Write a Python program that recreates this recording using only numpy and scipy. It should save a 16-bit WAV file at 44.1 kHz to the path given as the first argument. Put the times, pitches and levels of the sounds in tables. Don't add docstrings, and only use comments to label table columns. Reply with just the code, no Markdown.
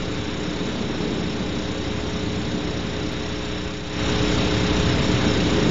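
import sys
import numpy as np
from scipy import signal
from scipy.fft import rfft, irfft
from scipy.io import wavfile
from scipy.ndimage import uniform_filter1d

SR = 44100
rng = np.random.default_rng(int(sys.argv[2]) if len(sys.argv) > 2 else 0)


def int16_out(signal):
    q = np.round(np.clip(np.atleast_2d(signal).T, -1, 1) * 32767)
    wavfile.write(sys.argv[1], SR, q.astype(np.int16))


def decibels_to_gain(level_db):
    exponent = np.asarray(level_db, float) / 20
    return 10 ** exponent


N = 251370
DROP_AT, DROP = round(3.1238 * SR), 1024
LONG = N + DROP


def evened(x):
    return x / np.sqrt(np.mean(x ** 2))


def coloured(points):
    hz = np.fft.rfftfreq(LONG, 1 / SR)
    point_hz, point_db = np.transpose(points)
    density_db = np.interp(np.log(hz + 1), np.log(point_hz), point_db, right=-160)
    white = rfft(rng.standard_normal(LONG))
    return irfft(white * decibels_to_gain(density_db) * np.sqrt(SR / 2), LONG)


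def patchy(x, patchy_db, size):
    spectrum = signal.stft(x, nperseg=512)[2]
    field = rng.standard_normal(spectrum.shape)
    field = uniform_filter1d(field, size[0], axis=0)
    field = evened(uniform_filter1d(field, size[1], axis=1))
    out = signal.istft(spectrum * decibels_to_gain(patchy_db * field), nperseg=512)[1][:LONG]
    return evened(out) * np.std(x)


def preamp_hiss():
    # frequency in Hz, density in dB per Hz.
    hiss_spectrum = [(12, -64), (50, -68.5), (90, -65.5), (600, -69), (1000, -69.5), (2000, -71),
                     (3000, -71.5), (3400, -71.5), (3650, -68.5), (3900, -67.5), (3995, -70.5),
                     (4030, -110)]
    return patchy(coloured(hiss_spectrum), 0.77, size=(6, 8))


def rebuilt_band():
    # frequency in Hz, density in dB per Hz.
    treble_spectrum = [(3950, -110), (3990, -74), (4800, -80.5), (5200, -79), (5450, -82), (5800, -82),
                       (6350, -86), (6375, -80.5), (7280, -81), (7295, -101), (7800, -112), (8300, -122)]
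    skirt_edges = [7600, 7780, 7780, 7950, 7950, 8120, 8290]
    frame_s, frame_dip_s = 512 / 16000, 0.0075
    centre_hz, drift_hz, width_hz, ridge_db = 5480, 60, 150, 9

    noise = patchy(coloured(treble_spectrum), 1.53, size=(8, 6))
    hz, t, spectrum = signal.stft(noise, SR, nperseg=1024)
    frame = (t / frame_s).astype(int)
    wander = rng.standard_normal((2, frame[-1] + 1))
    drift, lift = evened(uniform_filter1d(wander, size=2))[:, frame]
    off_centre = (hz[:, None] - centre_hz - drift_hz * drift) / width_hz
    spectrum *= decibels_to_gain((ridge_db + lift) / (1 + off_centre ** 2))

    edge_hz = np.repeat(rng.choice(skirt_edges, len(t)), 3)[:len(t)]
    spectrum *= hz[:, None] < edge_hz

    since_dip_s = np.arange(LONG) / SR - frame_dip_s
    sag_db = -2.4 * np.cos(2 * np.pi * since_dip_s / frame_s)
    return signal.istft(spectrum, SR, nperseg=1024)[1][:LONG] * decibels_to_gain(sag_db)


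def peep():
    start_s, hz, length_s, peak_db = 3.262, 1965, 0.02, -35
    t = np.arange(N) / SR - start_s
    envelope = decibels_to_gain(peak_db) * np.exp(-(2 * t / length_s) ** 2)
    return envelope * np.sin(2 * np.pi * hz * t)


def air_rumble():
    # centre in Hz, fall below and fall above in dB an octave.
    layer_shapes = [
        (102, 15, 12.5),
        (199, 16.5, 16.5),
        (339, 20.5, 15),
    ]
    # share of the swell, offset in dB, dB per unit of brightness.
    layer_follow = [
        (.5, -1.5, -6),
        (1.45, 1, 2),
        (.8, -2.5, 3.5),
    ]
    # time in seconds, strength in dB, brightness from -1 (deep) to 1 (bright).
    air_swells = [(0.0, -34.5, -0.35), (0.3, -34.5, .2), (0.65, -33.5, 0.87), (1.05, -31, 0.73),
                  (1.4, -31, 0), (1.7, -32.5, .1), (2.0, -32, -0.55), (2.4, -32, .1), (2.85, -32.5, 0.12),
                  (3.3, -35.5, -.6), (3.7, -35.5, 0), (4.05, -38, -0.66), (4.4, -34, -0.4),
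                  (4.6, -36.5, -0.24), (4.85, -34, -.7), (5.2, -34, -0.036), (5.5, -34, 0.23),
                  (5.7, -29.5, .7)]
    calm_db, lump_db, lump_s = -32.5, 1, 0.12

    swell_s, strength_db, brightness = np.transpose(air_swells)
    at = np.arange(LONG)
    t = (at - DROP * (at > DROP_AT)) / SR
    swell_db = np.interp(t, swell_s, strength_db) - calm_db
    bright = np.interp(t, swell_s, brightness)

    out = np.zeros(LONG)
    for (hz, below_db, above_db), (share, offset_db, bright_db) in zip(layer_shapes, layer_follow):
        shape = [(hz / 8, -3 * below_db), (hz / 1.194, 0), (hz * 1.134, 0), (hz * 8, -3 * above_db)]
        lumps = np.interp(t / lump_s, np.arange(200), rng.standard_normal(200))
        level_db = calm_db + offset_db + share * swell_db + bright_db * bright + lump_db * lumps
        out += evened(coloured(shape)) * decibels_to_gain(level_db)
    return out


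def mains_buzz():
    # multiple of the mains frequency, level in dB rms.
    harmonics = [(1, -38.7), (2, -50.4), (3, -38.7), (4, -66.5), (5, -36.7), (7, -38.1), (9, -43.6),
                 (11, -50.3), (13, -56.7), (15, -52.7), (17, -55.5), (19, -61.3), (21, -71.7), (23, -60.9),
                 (25, -59.0), (27, -61.3), (29, -61.4), (31, -65.4), (33, -65.9), (35, -61.7), (37, -66.4),
                 (39, -74.1)]
    mains_hz = 59.984
    start_phase, lead_per_multiple = 0.9, 0.56
    turn = 2 * np.pi * mains_hz * np.arange(LONG) / SR
    out = np.zeros(LONG)
    for multiple, db in harmonics:
        phase = start_phase + lead_per_multiple * multiple
        out += np.sqrt(2) * decibels_to_gain(db) * np.cos(multiple * turn + phase)
    return out


def lose_block(stream):
    jump, settle_s = 0.06, 0.004
    stream = np.delete(stream, np.arange(DROP_AT, DROP_AT + DROP))
    settle = np.exp(-np.arange(N - DROP_AT) / (settle_s * SR))
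    stream[DROP_AT:] += (jump + stream[DROP_AT - 1] - stream[DROP_AT]) * settle
    return stream


def scene():
    resting_voltage = -0.0094
    stream = mains_buzz() + air_rumble() + preamp_hiss() + rebuilt_band() + resting_voltage
    return (lose_block(stream) + peep())[None]


def playback_volume():
    dip_s, dip_width_s, dip_db = 3.82, 0.11, -2.8
    step_s, step_rise_s, step_db = 3.985, 0.031, 6.5
    fade_s, fade_db_per_s = 5.57, -13
    t = np.arange(N) / SR
    dip = dip_db * np.exp(-((t - dip_s) / dip_width_s) ** 2)
    step_up = step_db / (1 + np.exp(-(t - step_s) / step_rise_s))
    fade = fade_db_per_s * np.maximum(t - fade_s, 0)
    return decibels_to_gain(dip + step_up + fade)


def top_cut(x):
    return signal.sosfilt(signal.butter(12, 15900, fs=SR, output="sos"), x)


def record(dry):
    output_voltage = -0.0052
    played = dry * playback_volume() + output_voltage
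    return top_cut(played)


dry = scene()
out = record(dry)
int16_out(out)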